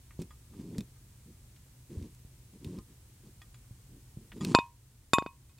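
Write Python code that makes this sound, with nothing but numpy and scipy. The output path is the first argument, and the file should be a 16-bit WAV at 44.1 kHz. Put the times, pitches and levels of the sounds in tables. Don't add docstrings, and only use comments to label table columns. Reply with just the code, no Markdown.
import sys
import numpy as np
from scipy import signal
from scipy.fft import rfft, irfft, next_fast_len
from scipy.io import wavfile
from scipy.ndimage import uniform_filter1d

SR = 44100
rng = np.random.default_rng(int(sys.argv[2]) if len(sys.argv) > 2 else 0)


def output_pcm(signal):
    pcm = np.clip(np.atleast_2d(signal).T, -1, 1) * 32767
    wavfile.write(sys.argv[1], SR, np.round(pcm).astype(np.int16))


N = 246750


def from_db(db):
    return 10 ** (np.asarray(db) / 20)


def rms_one(x):
    return x / np.sqrt(np.mean(x ** 2) + 1e-20)


def seconds(length_s):
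    return np.arange(int(length_s * SR)) / SR


def add(out, time_s, sound):
    start = int(round(time_s * SR))
    out[start:start + len(sound)] += sound[:N - start]


def cut(x, hz, kind, order=2):
    return signal.sosfilt(signal.butter(order, min(hz, .45 * SR), kind, fs=SR, output="sos"), x + 1e-18)


def resonate(x, hz, width_hz):
    radius = np.exp(-np.pi * width_hz / SR)
    feedback = [1, -2 * radius * np.cos(2 * np.pi * hz / SR), radius ** 2]
    return signal.lfilter(np.array([1, 0, -1]) * (1 - radius ** 2) / 2, feedback, x + 1e-18)


def colour(x, spectrum):
    size = next_fast_len(N)
    hz, db = np.transpose(spectrum)
    bins_hz = np.maximum(np.arange(size // 2 + 1) * SR / size, 1)
    gain = from_db(np.interp(np.log(bins_hz), np.log(hz), db))
    return rms_one(irfft(rfft(x, size) * gain, size)[:N])


def grains(per_s, spread_db):
    sizes = from_db(spread_db * np.minimum(rng.exponential(1, N), 4))
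    return (rng.random(N) < per_s / SR) * sizes * rng.choice([-1, 1], N)


def ring(t, hz, t60_s):
    return np.sin(2 * np.pi * hz * t) * np.exp(-np.log(1000) * t / t60_s)


def background(room_db=-56.5, hum_hz=120, hum_width_hz=14, hum_db=-65, hiss_db=-66.5, side_db=-67):
    # (frequency [Hz], relative density [dB])
    room_spectrum = [(12, -50), (20, -26.5), (27, -18.5), (43, -4.5), (113, -7), (131, -3.5), (147, -16.5),
                     (318, -25), (653, -37), (1000, -39), (1300, -68), (2200, -120)]
    hiss_spectrum = [(400, -10), (1000, -1.5), (2500, -2.5), (5000, -3.5), (8500, 1), (11500, -3.5),
                     (15500, -5)]
    side_spectrum = [(30, 5.5), (300, -3), (3000, -1.5), (8000, 0.5), (15000, -1.5)]
    white = rng.standard_normal((4, N))
    room = from_db(room_db) * colour(white[0], room_spectrum)
    hum_band = resonate(resonate(white[1], hum_hz, hum_width_hz), hum_hz, hum_width_hz)
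    hum = from_db(hum_db) * rms_one(hum_band)
    hiss = from_db(hiss_db) * colour(white[2], hiss_spectrum)
    side = from_db(side_db) * colour(white[3], side_spectrum)
    return room + hum + hiss + side * np.array([[1], [-1]])


def movement(start_s, length_s, swell_db, attack_s=0.013, release_db_per_s=499.5):
    t = np.arange(N) / SR - start_s
    ramp_db = swell_db * (np.clip(t / length_s, 0, 1) - 1)
    release_db = release_db_per_s * np.maximum(t - length_s, 0)
    return np.clip(t / attack_s, 0, 1) * from_db(ramp_db - release_db)


def handling(low_hz=60, top_hz=450, even_s=0.017, power_floor=0.16, flutter=.6):
    # (start [s], length [s], end level [dB], swell to the end [dB], hiss re rumble [dB])
    moves = [(0.188, 0.032, -40.5, 0, -19.5), (0.494, 0.12, -44, 17, -20.5), (0.631, 0.18, -41, 7, -24.5),
             (1.255, 0.051, -55, -0.5, -35), (1.893, 0.17, -47, -1, -21), (2.525, 0.036, -53.5, 1, -22),
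             (2.597, 0.042, -47, 11, -24), (2.643, 0.14, -44, -0.5, -22.5), (2.88, 0.045, -59, 0, -15),
             (3.226, 0.051, -52.5, 9, -17), (3.878, 0.1, -59, 2, -30), (4.162, 0.095, -61, -7, -28),
             (4.319, 0.061, -42.5, 15, -20), (4.403, 0.12, -32, 3.5, -18)]
    # (frequency [Hz], width [Hz], level [dB])
    bands = [(90, 25, -7.5), (177.4, 64, 2), (256, 80, -1), (338, 79, -3)]
    # (frequency [Hz], relative density [dB])
    hiss_spectrum = [(700, -4.5), (950, 9), (1400, -6), (2500, -2), (4500, -2.5), (9000, -5.5),
                     (11000, -19), (16000, -31.5)]
    rubbing = grains(per_s=480, spread_db=3)
    rumble = sum(from_db(db) * resonate(rubbing, hz, width_hz) * (-1) ** k
                 for k, (hz, width_hz, db) in enumerate(bands))
    rumble = rms_one(cut(cut(rumble, top_hz, "low", order=4), low_hz, "high"))
    power = uniform_filter1d(rumble ** 2, int(even_s * SR))
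    rumble = rms_one(rumble / np.sqrt(power + power_floor))
    fine_grains = grains(per_s=23000, spread_db=1.5) * (1 + flutter * rumble)
    hiss = colour(cut(fine_grains, 600, "high"), hiss_spectrum)
    return sum(from_db(db) * movement(start_s, length_s, swell_db) * (rumble + from_db(hiss_db) * hiss)
               for start_s, length_s, db, swell_db, hiss_db in moves)


def bumps(low_hz=45, top_hz=600):
    # (time [s], level [dB], frequency [Hz], t60 [s])
    pushes = [(0.1915, -19, 189, 0.012), (0.2168, -26.5, 260, 0.0076), (0.7836, -20.5, 207, 0.049),
              (0.808, -47, 170, 0.013), (0.595, -29, 193, 0.035), (1.971, -26.5, 88.6, 0.098),
              (2.017, -32.5, 83, 0.09), (2.249, -33.5, 105, 0.039), (2.667, -28, 103, 0.045),
              (2.785, -27.5, 173, 0.019), (3.709, -35.5, 114, 0.064), (4.171, -30, 138, 0.032),
              (4.407, -28.5, 149, 0.037)]
    out, t = np.zeros(N), seconds(.2)
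    for time_s, db, hz, t60_s in pushes:
        add(out, time_s, from_db(db) * ring(t, hz, t60_s))
    return cut(cut(out, top_hz, "low"), low_hz, "high")


def pot_ring(t, place):
    # (frequency [Hz], level at place 0 [dB], level at place 1 [dB], t60 [s])
    modes = [(953, -17.5, -22, .225), (1045, -15.5, -26, .195), (1096, -33, -13, .19),
             (2526, -17, -15, .125), (1290, -28, -23, .04), (1560, -27, -25, .018), (1922, -40, -25, .055),
             (2745, -36, -30, .05), (2860, -36, -36, .13), (3620, -24, -14, .06), (4400, -11, -17, .018),
             (4865, -22, -22, .036), (5600, -24, -24, .018), (6748, -46, -30, .06), (7308, -29, -20, .075),
             (7855, -42, -37, .07), (10650, -33, -24, .07), (11335, -50, -33, .075), (8850, -44, -40, .06),
             (12440, -50, -39, .025)]
    return sum(from_db(db0 + place * (db1 - db0)) * ring(t, hz, t60_s) * (-1) ** k
               for k, (hz, db0, db1, t60_s) in enumerate(modes))


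def snaps(relative_width=0.38, broad_db=-10, pot_db=-9, muffle_s=0.018):
    # (time [s], level [dB], decay [s], centre [Hz])
    breaks = [(.1921, -54, 0.0035, 3980), (0.2183, -35, 0.00079, 7400), (0.222, -44, 0.0028, 5400),
              (0.7825, -32.5, 0.0022, 4200), (0.788, -43, 0.0044, 4400), (0.8072, -34, 0.0014, 4200),
              (2.0254, -49, 0.0032, 4250), (2.148, -51.5, 0.0034, 6960), (2.6462, -36.5, 0.002, 4140),
              (2.787, -45, 0.0026, 4530), (3.418, -49, 0.0046, 4970), (4.448, -23, 0.0024, 3500)]
    out, t = np.zeros(N), seconds(0.068)
    pot = from_db(pot_db) * cut(pot_ring(t, place=0.94), 2000, "high", order=4) * np.exp(-t / muffle_s)
    for time_s, db, decay_s, hz in breaks:
        burst = rng.standard_normal(len(t)) * np.exp(-t / decay_s)
        broad = from_db(broad_db) * cut(cut(burst, 1100, "high"), 8000, "low", order=1)
        add(out, time_s, from_db(db) * (resonate(burst, hz, relative_width * hz) + broad + pot))
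    return out


def ticks(rattle_s=0.0099, rattle_low_hz=1000, rattle_top_ratio=1.43):
    # (time [s], ring [dB], favoured [Hz], fall either side [dB/octave], rattle [dB])
    touches = [(0.1075, -51, 1630, 20, -51), (0.3074, -45, 1290, 9, -50), (.535, -56, 1140, 11, -52.5),
               (0.746, -53, 1900, 29, -54.5), (.962, -63, 1300, 10, -64), (1.562, -72, 3400, 13, -62),
               (2.7866, -41.5, 1020, 24, -52), (3.4173, -36.5, 2030, 19.5, -52.5),
               (3.5435, -59.5, 2420, 0.5, -54.5), (4.318, -57, 2140, 12, -45.5),
               (4.4093, -34.5, 1220, 5.5, -55), (4.5449, -22, 1190, 16, -43)]
    # (frequency [Hz], level [dB], t60 [s])
    modes = [(1038, -13, 0.091), (1225, -9.5, 0.11), (1885, -10.5, 0.053), (2484, -14.5, 0.034),
             (3370, -2, 0.056), (4872, -8.5, 0.12), (7010, 3, .055)]
    out, t = np.zeros(N), seconds(.2)
    for time_s, ring_db, favoured_hz, db_per_octave, rattle_db in touches:
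        wood = sum(from_db(db - db_per_octave * abs(np.log2(hz / favoured_hz))) * ring(t, hz, t60_s)
                   for hz, db, t60_s in modes)
        rattle = rng.standard_normal(len(t)) * np.exp(-t / rattle_s)
        rattle = 2 * cut(cut(rattle, rattle_low_hz, "high"), rattle_top_ratio * favoured_hz, "low", 4)
        add(out, time_s, from_db(ring_db) * wood + from_db(rattle_db) * rattle)
    return out


def knocks(contact_at_0db_s=.00048, shortening=0.12, recoil_s=0.0033, thud_db=-34, damping=0.17,
           crack_db=-20, crack_s=0.0052, noise_top_hz=6500, tail_db=-45, room_t60_s=.34):
    # (time [s], push [dB], ring [dB], low cut [Hz], high cut [Hz], wall place [0-1])
    hits = [(4.5488, 3, 0.5, 304, 9960, 0), (4.5877, -9, -8.5, 1974, 3200, 0.7),
            (5.1342, -4.5, -2.5, 300, 14100, 1), (5.1844, -5.5, -18, 400, 6250, 1),
            (5.2234, -22.5, -26.5, 1495, 2850, 0.4), (5.2627, -21.5, -21, 960, 2480, 0.56),
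            (5.495, -69.5, -51, 910, 4930, 0.87), (5.584, -61, -44.5, 1490, 12100, 0.63)]
    out, t = np.zeros(N), seconds(.5)
    recoil = np.sin(np.pi * np.minimum(t / recoil_s, 1)) ** 2
    thud = from_db(thud_db) * ring(t, hz=185, t60_s=0.028)
    for time_s, push_db, ring_db, low_hz, high_hz, place in hits:
        contact_s = contact_at_0db_s * from_db(-shortening * push_db)
        push = np.sqrt(np.abs(np.sin(np.pi * np.minimum(t / contact_s, 1))))
        push = cut(push - recoil * push.sum() / recoil.sum(), 4200, "low", order=4)
        thump = cut(push + thud, 45, "high")
        crack = from_db(crack_db) * rng.standard_normal(len(t)) * np.exp(-t / crack_s)
        crack = cut(cut(crack, noise_top_hz, "low"), 11000, "low", order=4)
        clink = pot_ring(t, place) + crack
        clink = cut(cut(clink, low_hz, "high"), high_hz, "low")
        room_tail = from_db(tail_db - 60 * t / room_t60_s) * rng.standard_normal(len(t))
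        room_tail = cut(room_tail, noise_top_hz, "low")
        landing = np.clip((np.arange(N) / SR - time_s) / recoil_s, 0, 1)
        out *= 1 - damping * landing
        add(out, time_s, from_db(push_db) * thump + from_db(ring_db) * (clink + room_tail))
    return out


def scene():
    return knocks() + ticks() + snaps() + bumps() + handling() + background()


def record(dry, threshold_db=-20, duck_slope=0.17, release_db_per_s=7, attack_s=0.0018, top_hz=15800):
    clipped = np.tanh(dry)
    peak_db = 20 * np.log10(np.abs(clipped).max(axis=0) + 1e-9)
    fall_db = release_db_per_s * np.arange(N) / SR
    held_db = np.maximum.accumulate(peak_db + fall_db) - fall_db
    pole = np.exp(-1 / (attack_s * SR))
    duck_db = signal.lfilter([1 - pole], [1, -pole], duck_slope * np.maximum(held_db - threshold_db, 0))
    low_pass = signal.ellip(10, .1, 80, top_hz, fs=SR, output="sos")
    return signal.sosfilt(low_pass, clipped * from_db(-duck_db))


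dry = scene()
out = record(dry)
output_pcm(out)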